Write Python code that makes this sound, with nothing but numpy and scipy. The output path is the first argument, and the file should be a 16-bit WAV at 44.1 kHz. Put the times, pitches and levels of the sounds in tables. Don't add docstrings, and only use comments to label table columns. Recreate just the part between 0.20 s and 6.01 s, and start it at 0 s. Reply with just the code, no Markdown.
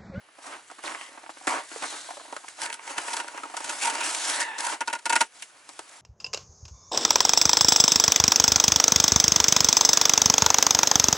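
import sys
import numpy as np
from scipy import signal
from scipy.fft import rfft, irfft, next_fast_len
from scipy.io import wavfile
from scipy.ndimage import uniform_filter1d

SR = 44100
rng = np.random.default_rng(int(sys.argv[2]) if len(sys.argv) > 2 else 0)


def amplitude_ratio(level_db):
    exponent = np.asarray(level_db, float) / 20
    return 10 ** exponent


def waveform_to_disk(signal):
    frames = np.transpose(np.atleast_2d(signal))
    scaled = np.clip(frames, -1, 1) * 32767
    samples = np.round(scaled).astype(np.int16)
    wavfile.write(sys.argv[1], SR, samples)


N = 256220
T = np.arange(N) / SR

# start_s, left_right_db
BOOT_PLACE = [(0, -4), (1.3, -1), (1.9, -2), (3.3, -2.5), (5.8, 0.5)]


def evened(x):
    return x / np.sqrt(np.mean(x ** 2) + 1e-20)


def read(points, hz):
    f, value = np.transpose(points)
    return np.interp(np.log(hz + 1), np.log(f + 1), value)


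def colour(points):
    hz = np.minimum(abs(np.fft.fftfreq(4096, 1 / SR)), 10800)
    log_gain = np.log(amplitude_ratio(np.maximum(read(points, hz), -100)))
    taps = np.fft.ifft(np.exp(np.conj(signal.hilbert(log_gain)))).real[:2048]
    return taps / np.linalg.norm(taps)


def through(x, taps):
    return signal.oaconvolve(x, taps.reshape((1,) * (x.ndim - 1) + (-1,)), axes=-1)[..., :N]


def drift(shape, size):
    return evened(uniform_filter1d(uniform_filter1d(rng.standard_normal(shape), size), size))


def grit(grain_db, clump_db, clump_s):
    clumps = drift(N, max(round(clump_s * SR), 1))
    sizes = amplitude_ratio(grain_db * np.minimum(rng.exponential(1, N), 5) + clump_db * clumps)
    return evened(sizes * rng.standard_normal((2, N)))


def patchy(x, depth_db):
    z = signal.stft(x, nperseg=256)[2]
    field = rng.standard_normal(z.shape[-2:])
    field = uniform_filter1d(field, size=3, axis=0)
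    field = evened(uniform_filter1d(field, size=22, axis=1))
    return evened(signal.istft(z * amplitude_ratio(depth_db * field), nperseg=256)[1][..., :N])


def bursts(s, db, hold_s, tail, rise):
    env, t = np.zeros(N), np.arange(4000) / SR
    for at_s, level_db, hold in zip(s, db, hold_s):
        part = env[round(at_s * SR):][:4000]
        attack = np.minimum(t / (rise * hold + 0.0003), 1)
        release = np.exp(-np.maximum(t - hold, 0) / (tail * hold + 0.0009))
        part += amplitude_ratio(level_db) * (attack * release)[:len(part)]
    return env


def blows(s, db):
    clicks = np.zeros(N)
    clicks[np.round(s * SR).astype(int)] = amplitude_ratio(db)
    return np.array([clicks, np.roll(clicks, 37)])


def held(s, value):
    return value[np.maximum(np.searchsorted(s, T) - 1, 0)]


def panned(x, pan_db):
    return x[None] * amplitude_ratio(np.array([pan_db / 2, -pan_db / 2]))[:, None]


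def resonate(x, hz, width_hz):
    turn = np.exp(2j * np.pi * np.cumsum(hz * np.ones(x.shape[-1])) / SR)
    r = np.exp(-np.pi * width_hz / SR)
    return 2 * (turn * signal.lfilter([1 - r], [1, -r], x * np.conj(turn) + 1e-18)).real


def swell(x, hz, width_hz):
    return resonate(resonate(x, hz, width_hz), hz, width_hz) * np.e * SR / (2 * np.pi * width_hz)


def snapping(rows, gain_db):
    rise_swings = 0.48
    out, t = np.zeros((2, N + 600)), np.arange(600) / SR
    for s, db, hz in rows:
        u = t * hz / rise_swings
        swing = np.sin(2 * np.pi * (hz * t - np.array([[0], [.25]])))
        at = round((s - rise_swings / hz) * SR)
        out[:, at:at + 600] += amplitude_ratio(db + gain_db) * u * np.exp(1 - u) * swing
    return panned(out[:, :N], np.interp(T, *np.transpose(BOOT_PLACE)))


def gestures(rows, steeper=1):
    s = np.arange(0, N / SR + .01, .001)
    peak_s, rise_s, fall_s, db = np.transpose(rows)[..., None]
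    away = np.where(s < peak_s, (peak_s - s) / rise_s, (s - peak_s) / fall_s)
    drop_db = 20 * steeper * away ** 1.264
    return s, 10 * np.log10(np.sum(amplitude_ratio(db - drop_db) ** 2, axis=0) + 1e-14)


def bites():
    # start_s, ring_db, grit_db, contact_s
    catches = [(2.391, -52, -50, 0.012), (2.417, -34, -30.5, 0.0052), (2.457, -25, -33.5, 0.0089),
               (2.499, -19.5, -36.5, 0.0043), (2.526, -31, -37.5, 0.0094), (2.541, -24, -33, 0.0049),
               (2.675, -24, -40.5, 0.0043), (2.779, -17.5, -28.5, 0.0089), (2.879, -15.5, -35.5, 0.0081),
               (2.904, -24.5, -41, 0.014), (2.931, -19.5, -32.5, 0.016), (2.966, -20, -30, 0.01),
               (2.999, -14.5, -31.5, 0.0089), (3.08, -24.5, -36, 0.0061), (3.175, -22, -36.5, 0.0047),
               (3.367, -21, -31, 0.011), (3.442, -21.5, -31, 0.0084), (3.493, -19, -29, 0.01),
               (3.626, -30, -30.5, 0.013), (3.647, -22, -27.5, 0.018), (3.67, -16.5, -28, 0.014),
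               (3.698, -13.5, -27, 0.0069), (3.749, -18.5, -31.5, 0.0084), (3.805, -17.5, -32, 0.012),
               (3.946, -43, -26.5, 0.0079), (4.2, -20, -28.5, 0.029), (4.382, -39, -32.5, 0.011),
               (4.404, -27, -27.5, 0.0049), (4.466, -14, -27, 0.0072)]
    # start_s, ring_db, grit_db, contact_s
    chops = [(4.606, -12, -32.5, 0.016), (4.674, -12.5, -31.5, 0.014), (4.698, -19.5, -41, 0.01),
             (4.728, -14.5, -31, 0.014), (4.749, -18.5, -38.5, 0.013), (4.787, -36, -46.5, 0.014),
             (4.855, -12.5, -29, 0.016), (4.894, -10, -27, 0.017), (4.924, -7.5, -25.5, 0.015),
             (4.954, -4.5, -23, 0.015), (5.006, -6, -20, 0.016), (5.222, -36, -33.5, 0.0091)]
    # start_s, left_right_db
    scoop_place = [(2.5, -2), (2.7, 0.5), (3.75, -1), (4.7, 0)]
    s, ring_db, grit_db, contact_s = np.transpose(catches + chops)
    return s, ring_db, grit_db, contact_s, np.interp(s, *np.transpose(scoop_place))


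def scoop():
    # peak_s, rise_s, fall_s, ring_db
    drags = [
        (2.43, 0.039, 0.15, -30),
        (2.8, 0.3, 0.72, -34),
        (3.01, 0.019, 0.012, -29),
        (3.19, 0.065, 0.024, -34.5),
        (3.23, 0.015, 0.3, -45.5),
        (3.54, 0.27, 0.04, -34),
        (3.69, 0.13, 0.097, -28),
        (3.82, 0.13, 0.33, -31.5),
        (4.22, 0.8, 0.16, -32.5),
        (4.54, 0.48, 0.057, -30),
    ]
    # pitch_hz, width_hz, level_db
    modes = [(262, 60, -21), (345.6, 38, -18), (930, 90, -0.5), (1440, 78, -3), (1820, 580, -15),
             (2440, 40, -19), (2600, 70, -12), (3110, 72, -22.5)]
    # pitch_hz, level_db
    bed = [(200, -36), (350, -34.5), (600, -21), (1200, -22.5), (2000, -21), (3000, -27), (4500, -47)]
    s, ring_db = gestures(drags)
    drag = grit(2.6, 1.9, 0.0055) * amplitude_ratio(np.interp(T, s, ring_db - 6.0))
    s, ring_db, _, contact_s, pan_db = bites()
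    pan_db = held(s, pan_db)
    bite = grit(5.7, 0.69, 0.0026) * bursts(s, ring_db - 15.0, 0.66 * contact_s, 0.97, 0.02)
    rub = panned(drag + bite, pan_db)
    stir = panned(drag + 0.18 * bite, pan_db)
    push = bursts(s, ring_db - 7.5, 0.6 * contact_s, 0.27, 0.87)
    push += bursts(s, ring_db - 25.5, 0.62 * contact_s, .24, 0.11)
    dig = panned(uniform_filter1d(push, size=90)[None], pan_db)
    out = amplitude_ratio(-2) * through(rub, colour(bed))
    luck = rng.random((len(s), len(modes), 3))
    for k, (hz, width_hz, db) in enumerate(modes):
        pitch, phase, strength = [held(s, column) for column in luck[:, k].T]
        turns = np.cumsum(hz * (1 + .012 * (pitch - .5))) / SR + phase
        tone = np.cos(2 * np.pi * (turns + np.array([[0], [.25]]))) * amplitude_ratio(3 * (strength - .5))
        slow = np.exp(-1.2 * np.pi * width_hz / SR)
        ring = signal.lfilter([1 - slow], [1, -slow], dig) * tone
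        rubbed = amplitude_ratio(-22.5) * swell(stir, hz * (1 + .07 * (pitch - .5)), 2.08 * width_hz)
        out += amplitude_ratio(db) * (ring + (-1) ** k * rubbed)
    return out


def ice_chips():
    # start_s, peak_db, pitch_hz
    chips = [(2.4197, -11, 5330), (2.4625, -13, 2310), (2.5034, -13, 2240), (2.5285, -11.5, 2720),
             (2.5952, -22, 2010), (2.6779, -18, 2270), (2.7821, -10, 2720), (2.7863, -16, 2110),
             (2.9356, -12.5, 3820), (2.9714, -17, 4080), (3.0026, -12, 2490), (3.4451, -28, 6900),
             (3.6308, -14, 5600), (3.6561, -16, 6450), (3.6741, -19, 4200), (3.6788, -12, 4670),
             (3.7, -19, 2930), (3.7554, -17, 4780), (3.8347, -11, 2590), (4.1378, -12, 3500),
             (4.3845, -24, 3800), (4.3888, -9, 5700), (4.4083, -14, 4940), (4.469, -12, 4830),
             (4.5371, -20, 3040), (4.607, -22, 2330), (4.6111, -22, 2420), (4.6751, -19, 3900),
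             (4.6797, -7, 5400), (4.7372, -12, 2340), (4.8566, -26, 3490), (4.8628, -18, 2470),
             (4.9006, -17, 7180), (4.9285, -21, 3070), (4.9588, -18, 3060), (5.0107, -1, 3160),
             (5.0135, -11, 2880)]
    return snapping(chips, -4.5)


def squeak():
    # start_s, pitch_hz, level_db
    glide = [
        (4.15, 876, -62),
        (4.184, 888, -52),
        (4.224, 909, -35),
        (4.26, 928, -38),
        (4.319, 885, -35),
        (4.37, 890, -41),
        (4.405, 904, -34),
        (4.435, 910, -62),
    ]
    # multiple, level_db
    orders = [(1, -0.5), (2, 1), (3, -5), (4, -11)]
    s, hz, db = np.transpose(glide)
    wobble, tremble = drift((2, 2, N), 120)
    turns = np.cumsum(np.interp(T, s, hz) * (1 + .05 * wobble), axis=1) / SR
    tone = sum(amplitude_ratio(order_db) * np.cos(2 * np.pi * k * turns) for k, order_db in orders)
    return (tone * amplitude_ratio(np.interp(T, s, db, left=-120, right=-120) + 2.1 * tremble))[None]


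def slides():
    # peak_s, rise_s, fall_s, level_db, centre_hz
    slide_rows = [(0.66, .01, 0.018, -35, 4100), (0.78, 0.025, 0.21, -49, 1140),
                  (0.81, 0.24, 0.18, -44.5, 1950), (1.308, 0.022, 0.093, -26.5, 1013),
                  (1.28, 0.009, 0.16, -35, 2080), (0.74, .04, 0.13, -50, 1100),
                  (0.82, 0.28, 0.12, -46.5, 2820), (2.7, 0.023, 0.027, -40, 2530),
                  (2.4, 0.026, 0.018, -54, 2750), (3.18, 0.041, 0.045, -45.5, 2650),
                  (1.66, 0.14, 0.48, -44, 3870), (3.63, .04, 0.071, -30, 2370),
                  (3.68, 0.065, 0.069, -29, 886), (2.426, 0.036, 0.16, -37, 1520),
                  (3.83, 0.13, 0.076, -32.5, 2630), (4.204, 0.15, 0.12, -30.5, 1820),
                  (4.469, 0.092, 0.062, -29.5, 876), (4.53, 0.054, .05, -33.5, 920),
                  (4.49, 0.051, 0.036, -32.5, 1400), (5.229, 0.011, 0.0091, -35, 2740)]
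    rub, out = grit(0.28, 0.99, 0.0016), np.zeros((2, N))
    for *row, hz in slide_rows:
        peak_s, rise_s, fall_s, _ = row
        part = slice(round((peak_s - 2 * rise_s) * SR), round((peak_s + 2 * fall_s) * SR))
        band = evened(swell(rub[:, part], hz, 0.25 * hz))
        out[:, part] += band * amplitude_ratio(np.interp(T[part], *gestures([row])))
    return out[None]


def moves():
    # peak_s, rise_s, fall_s, hiss_db, crunch_db
    steps = [(.27, 0.088, 0.064, -44, -38.5), (0.331, 0.23, 0.14, -47, -34.5),
             (.512, 0.18, 0.28, -51.5, -55.5), (0.592, 0.031, 0.033, -50.5, -44.5),
             (.64, 0.016, 0.22, -39.5, -33), (.7, 0.14, 0.23, -44.5, -34.5), (.83, 0.14, 0.16, -47, -49.5),
             (1.0, 0.68, 0.41, -53, -49.5), (1.094, 0.0082, 0.07, -48.5, -54),
             (1.176, 0.067, 0.053, -52, -55), (1.262, 0.23, 0.016, -46.5, -50),
             (1.276, 0.0091, 0.2, -31, -26), (1.349, 0.14, 0.15, -55, -25), (1.53, 0.092, 0.27, -41.5, -42),
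             (1.641, 0.073, 0.079, -37.5, -29.5), (1.68, 0.24, 0.49, -39, -49),
             (1.736, 0.11, 0.17, -45, -35), (1.87, 0.45, 0.22, -44.5, -48), (2.172, 0.73, 0.15, -49, -47),
             (2.32, 0.35, 0.41, -48, -52)]
    # peak_s, rise_s, fall_s, hiss_db, crunch_db
    strokes = [(2.39, 0.031, .1, -53, -36), (2.434, 0.06, 0.066, -30.5, -34), (2.544, 0.1, .05, -43, -62),
               (2.708, 0.12, 0.079, -38, -31.5), (2.784, 0.022, 0.034, -36, -22.5),
               (2.82, 0.069, 0.4, -38.5, -38), (2.995, 0.42, 0.074, -36.5, -32),
               (3.15, 0.27, 0.99, -49, -45.5), (3.374, 0.025, 0.039, -38, -32.5),
               (3.509, 0.2, 0.2, -35.5, -31), (3.635, 0.077, 0.18, -28.5, -28),
               (3.791, 0.43, 0.22, -43, -27.5), (3.851, 0.039, 0.43, -28.5, -28.5),
               (4.1, 0.17, 0.16, -28.5, -30), (4.22, 0.83, 0.048, -30.5, -29.5), (4.29, .2, 0.13, -67, -41),
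               (4.388, 0.011, 0.14, -34.5, -31.5), (4.433, 0.0045, 0.024, -35, -39),
               (4.45, 0.037, 0.12, -30.5, -45), (4.54, 0.16, 0.021, -32, -29),
               (4.702, 0.19, 0.36, -50.5, -46), (5.0, 0.17, 0.081, -37, -38)]
    # peak_s, rise_s, fall_s, hiss_db, crunch_db
    settles = [
        (5.17, 0.088, 0.18, -48, -47),
        (5.225, 0.053, 0.12, -49, -51),
        (5.35, 0.21, 0.86, -58, -52.5),
        (5.488, 0.046, 0.35, -51, -50),
        (5.594, 0.004, 0.056, -68, -45),
        (5.776, 0.58, 0.11, -49.5, -47),
    ]
    rows = np.array(steps + strokes + settles)
    s, hiss_db = gestures(rows[:, :4])
    _, crunch_db = gestures(rows[:, [0, 1, 2, 4]], 1.85)
    return s, np.maximum(hiss_db, -67), np.maximum(crunch_db, -65)


def creaks():
    # start_s, crunch_db, hiss_db, centre_hz
    creak_rows = [(0.085, -45.5, -64, 1270), (0.184, -39, -44.5, 630), (.499, -37, -50, 1240),
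                  (.513, -37, -38, 670), (0.585, -35, -48, 990), (0.641, -48, -35, 966),
                  (.673, -25, -36, 1130), (0.746, -29, -48, 1100), (0.81, -41, -37, 990),
                  (0.886, -44, -58, 450), (0.915, -42, -60, 400), (0.934, -44.5, -60, 500),
                  (0.946, -42, -56, 700), (.975, -31.5, -60, 880), (1.033, -37.5, -44, 790),
                  (1.06, -40.5, -56, 900), (1.093, -30, -53, 814), (1.168, -37.5, -56.5, 875),
                  (1.21, -40, -58.5, 790), (1.232, -44, -53, 1030), (1.27, -21.5, -18, 935),
                  (1.293, -29, -28, 950), (1.514, -32, -54, 1440), (1.559, -31.5, -38, 477),
                  (1.622, -28.5, -27, 706), (1.635, -28, -32, 1050), (1.724, -35, -50, 680),
                  (1.886, -38, -43, 800), (1.905, -29.5, -47, 885), (1.933, -39.5, -55, 800),
                  (1.97, -34, -61, 614), (1.996, -41, -63, 970), (2.009, -40, -58, 690),
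                  (2.047, -42.5, -45, 680), (2.08, -39, -56, 700), (2.099, -39.5, -56, 900),
                (2.125, -28.5, -37, 750), (2.164, -32.5, -28.5, 1195), (2.238, -36, -57, 775),
                (2.283, -46, -29.5, 1190), (2.592, -38.5, -57, 970), (3.042, -33, -47, 750),
                (3.069, -35, -42, 1470), (3.115, -42, -49, 795), (3.145, -30, -50.5, 780),
                (3.2, -36, -56, 776), (3.233, -27.5, -35, 1170), (3.254, -32.5, -40, 787),
                (3.298, -35.5, -40.5, 736), (3.339, -28.5, -35, 815), (3.404, -29.5, -32, 860),
                (5.49, -37, -32, 905), (5.591, -30, -28, 610), (5.691, -53, -35, 980)]
    s, crunch_db, hiss_db, hz = np.transpose(creak_rows)
    length_s = np.full(len(s), 0.0058)
    return s, crunch_db, hiss_db, hz, length_s, np.interp(s, *np.transpose(BOOT_PLACE))


def boots():
    # pitch_hz, level_db_per_hz
    crunch = [(35, -26), (60, -51), (204, -24.5), (306, -10.5), (468, -18), (629, -8), (730, -9), (945, -6),
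              (1080, -8.5), (2430, -16), (5000, -28), (6500, -34), (11000, -120)]
    s, _, crunch_db = moves()
    crunch_db = crunch_db - np.where(s > 2.385, 5.5, 2.5)
    steady = panned(grit(2.8, 1.3, .003) * amplitude_ratio(np.interp(T, s, crunch_db)), np.full(N, -1.5))
    s, crunch_db, _, hz, length_s, pan_db = creaks()
    hz, pan_db = held(s, hz), held(s, pan_db)
    slip_env = bursts(s, crunch_db - 8.0, 1.27 * length_s, 0.53, 0.012)
    slips = panned(grit(1.9, 3.4, 0.0013) * slip_env, pan_db)
    snaps = panned(blows(s + 0.0003, crunch_db), pan_db)
    out = through(steady + 0.74 * slips, colour(crunch)) + resonate(steady, 1150, 410)
    out += amplitude_ratio(15.5) * resonate(resonate(slips, hz, 480), hz, 480)
    out += amplitude_ratio(-23.0) * swell(snaps, hz, 200)
    out += amplitude_ratio(-4.5) * swell(snaps, 770, 760)
    return out + amplitude_ratio(-12.0) * swell(snaps, 318, 120)


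def thuds():
    # start_s, thud_db
    landings = [(0.637, -58), (1.271, -40), (1.621, -49), (2.42, -52), (2.776, -44), (3.338, -66),
                (3.443, -53), (4.609, -52), (4.955, -66), (5.007, -69), (5.591, -57)]
    s, thud_db = np.transpose(landings)
    return amplitude_ratio(11.5) * swell(blows(s, thud_db)[None], 110, 113)


def crystals():
    # start_s, peak_db, pitch_hz
    snap_rows = [(0.1897, -35, 1140), (0.5925, -40, 1240), (0.639, -23, 1710), (0.651, -29, 1400),
                 (0.6744, -35, 1250), (0.6796, -14.5, 2200), (0.6856, -26, 1420), (0.7207, -20, 1700),
                 (0.749, -16.5, 1800), (0.753, -28, 1270), (0.8128, -19, 2300), (0.977, -35, 1300),
                 (1.0938, -24, 940), (1.1729, -37, 1070), (1.2714, -29, 1500), (1.2773, -4.5, 1670),
                 (1.2824, -9, 1440), (1.2961, -15, 1100), (1.3042, -17, 1160), (1.324, -12, 1170),
                 (1.354, -24, 1590), (1.3673, -22, 1100), (1.3731, -29, 1050), (1.383, -20, 1620),
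                 (1.3882, -18, 1100), (1.4054, -33, 1220), (1.623, -22, 1910), (1.6269, -20, 1970),
                 (1.646, -21, 1430), (1.6536, -24, 1450), (1.8947, -41, 910), (1.9102, -40, 1040),
                 (1.9706, -39, 874), (2.128, -34, 990), (2.1329, -23, 945), (2.1657, -22, 1360),
                 (2.1704, -26, 1160), (2.2827, -22, 1990), (2.2877, -27.5, 1560), (3.0853, -24, 1810),
                 (3.1484, -30, 920), (3.154, -30, 1040), (3.1812, -18.5, 1270), (3.2384, -29, 1480),
                 (3.2411, -23, 1230), (3.2548, -25, 960), (3.261, -31, 1070), (3.301, -30, 900),
                 (3.307, -39, 1010), (3.3392, -28, 990), (3.345, -22.5, 1000), (3.3737, -35, 1390),
                 (3.378, -24, 1130), (3.4054, -24, 895), (3.411, -24, 1100), (5.2286, -31, 2470),
                 (5.4914, -36, 1070), (5.5925, -30, 1540), (5.5968, -38, 1260)]
    return snapping(snap_rows, -1.5)


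def knocks():
    # start_s, peak_db, pitch_hz
    knock_rows = [(1.271, -26.5, 313), (1.888, -35, 685), (1.889, -31, 990), (1.907, -32, 726),
                  (1.970, -41, 576), (2.049, -45, 870), (2.126, -32.5, 678), (2.127, -35, 924),
                  (2.125, -38, 356), (2.164, -35, 600), (2.164, -37, 1304), (3.234, -25, 1250),
                  (3.339, -40, 760), (3.404, -38, 840), (5.5912, -34.5, 647), (5.5915, -39, 1330),
                  (5.5912, -41, 327), (5.593, -44, 850)]
    out = np.zeros((2, N))
    for s, db, hz in knock_rows:
        at = round(s * SR)
        clicks = np.eye(40, 2000)[[0, 9]]
        out[:, at:at + 2000] += swell(amplitude_ratio(db) * clicks, hz, 115)
    return out[None]


def jacket():
    # pitch_hz, level_db_per_hz
    hiss = [(710, -24.5), (1200, -14), (1530, -0.5), (1660, -6), (1840, -6), (3300, -7), (4230, -6.5),
            (5440, -6), (7810, -4), (11000, -9.5), (14300, -38), (22000, -120)]
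    s, hiss_db, _ = moves()
    cloth = patchy(grit(1.1, 1.5, 0.0057), 1.5) * amplitude_ratio(np.interp(T, s, hiss_db + 2.0))
    out = panned(cloth, np.full(N, 0.23))
    s, _, hiss_db, _, length_s, pan_db = creaks()
    flares = bursts(s, hiss_db - 4.5, 0.5 * length_s, 1.0, 0.11)
    out += panned(grit(3.7, 1.9, 0.0012) * flares, held(s, pan_db))
    s, _, grit_db, contact_s, pan_db = bites()
    flares = bursts(s, grit_db + 4.5, 0.6 * contact_s, .42, 0.08)
    out += panned(patchy(grit(4.7, 0.54, 0.0025), 0.7) * flares, held(s, pan_db))
    return through(out, colour(hiss))


def rumble():
    s, _, crunch_db = moves()
    stir = swell(grit(0.72, 1.5, 0.0057), 107, 75)
    return evened(stir)[None] * amplitude_ratio(0.33 * np.interp(T, s, crunch_db) - 46.0)


def tent(x):
    # pitch_hz, t60_s
    decay = [(200, .08), (1000, .065), (4000, .07), (10000, .06)]
    taps = np.zeros(8192)
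    taps[np.arange(200, 8160, 20) + rng.integers(0, 20, 398)] = rng.choice([-1., 1.], 398)
    hz, t, z = signal.stft(taps, SR, nperseg=256)
    tail = signal.istft(z * amplitude_ratio(-60 * t / read(decay, hz)[:, None]), SR, nperseg=256)[1]
    return through(x, tail / np.linalg.norm(tail))


def air_floor():
    # pitch_hz, level_db_per_hz
    floor = [(24, -84), (40, -6), (1160, 4.5), (1250, 5.5), (1700, 5), (3060, 2.5), (3450, -4),
             (4360, -2.5), (8850, -18), (10200, 0), (11200, -11.5), (14600, -77), (22000, -120)]
    return through(rng.standard_normal((2, N)), colour(floor)) * amplitude_ratio(-56)


def ports(x):
    # pitch_hz, left_right_likeness
    likeness = [(60, 0.42), (250, 0.98), (600, 0.9), (1300, 0.69), (2500, 0.64), (5000, 0.8), (11000, 0.68)]
    # pitch_hz, left_lead_rad
    lead = [(0, 0), (500, .4), (1290, .7), (2500, .6), (4650, .45), (8000, .25), (11900, .1)]
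    size = next_fast_len(N)
    hz = np.fft.rfftfreq(size, 1 / SR)
    same = np.clip(read(likeness, hz), 0, 1)
    shared, own = rfft(x[1], size)
    right = (same * shared + np.sqrt(1 - same ** 2) * own) * np.exp(-1j * read(lead, hz))
    return np.array([x[0, 0], irfft(right, size)[:N]])


def scene():
    tool = scoop() + ice_chips() + squeak() + slides()
    snow = boots() + thuds() + crystals() + knocks()
    near = tool + snow + jacket() + rumble()
    return ports(near + amplitude_ratio(-12.0) * tent(near) + air_floor())


def band_limit(x):
    return signal.sosfilt(signal.butter(12, 12320, fs=SR, output="sos"), x)


def record(dry):
    high_pass = signal.butter(4, 235, "high", fs=SR, output="sos")
    thin = signal.sosfilt(high_pass, dry) + amplitude_ratio(-23.0) * dry
    low_pass = signal.firwin(255, 11060, window=("kaiser", 7), fs=SR)
    narrow = signal.oaconvolve(thin, low_pass[None], "same")
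    mix = np.tanh(0.51 * narrow) / 0.69
    return band_limit(mix)


dry = scene()
out = record(dry)
waveform_to_disk(out)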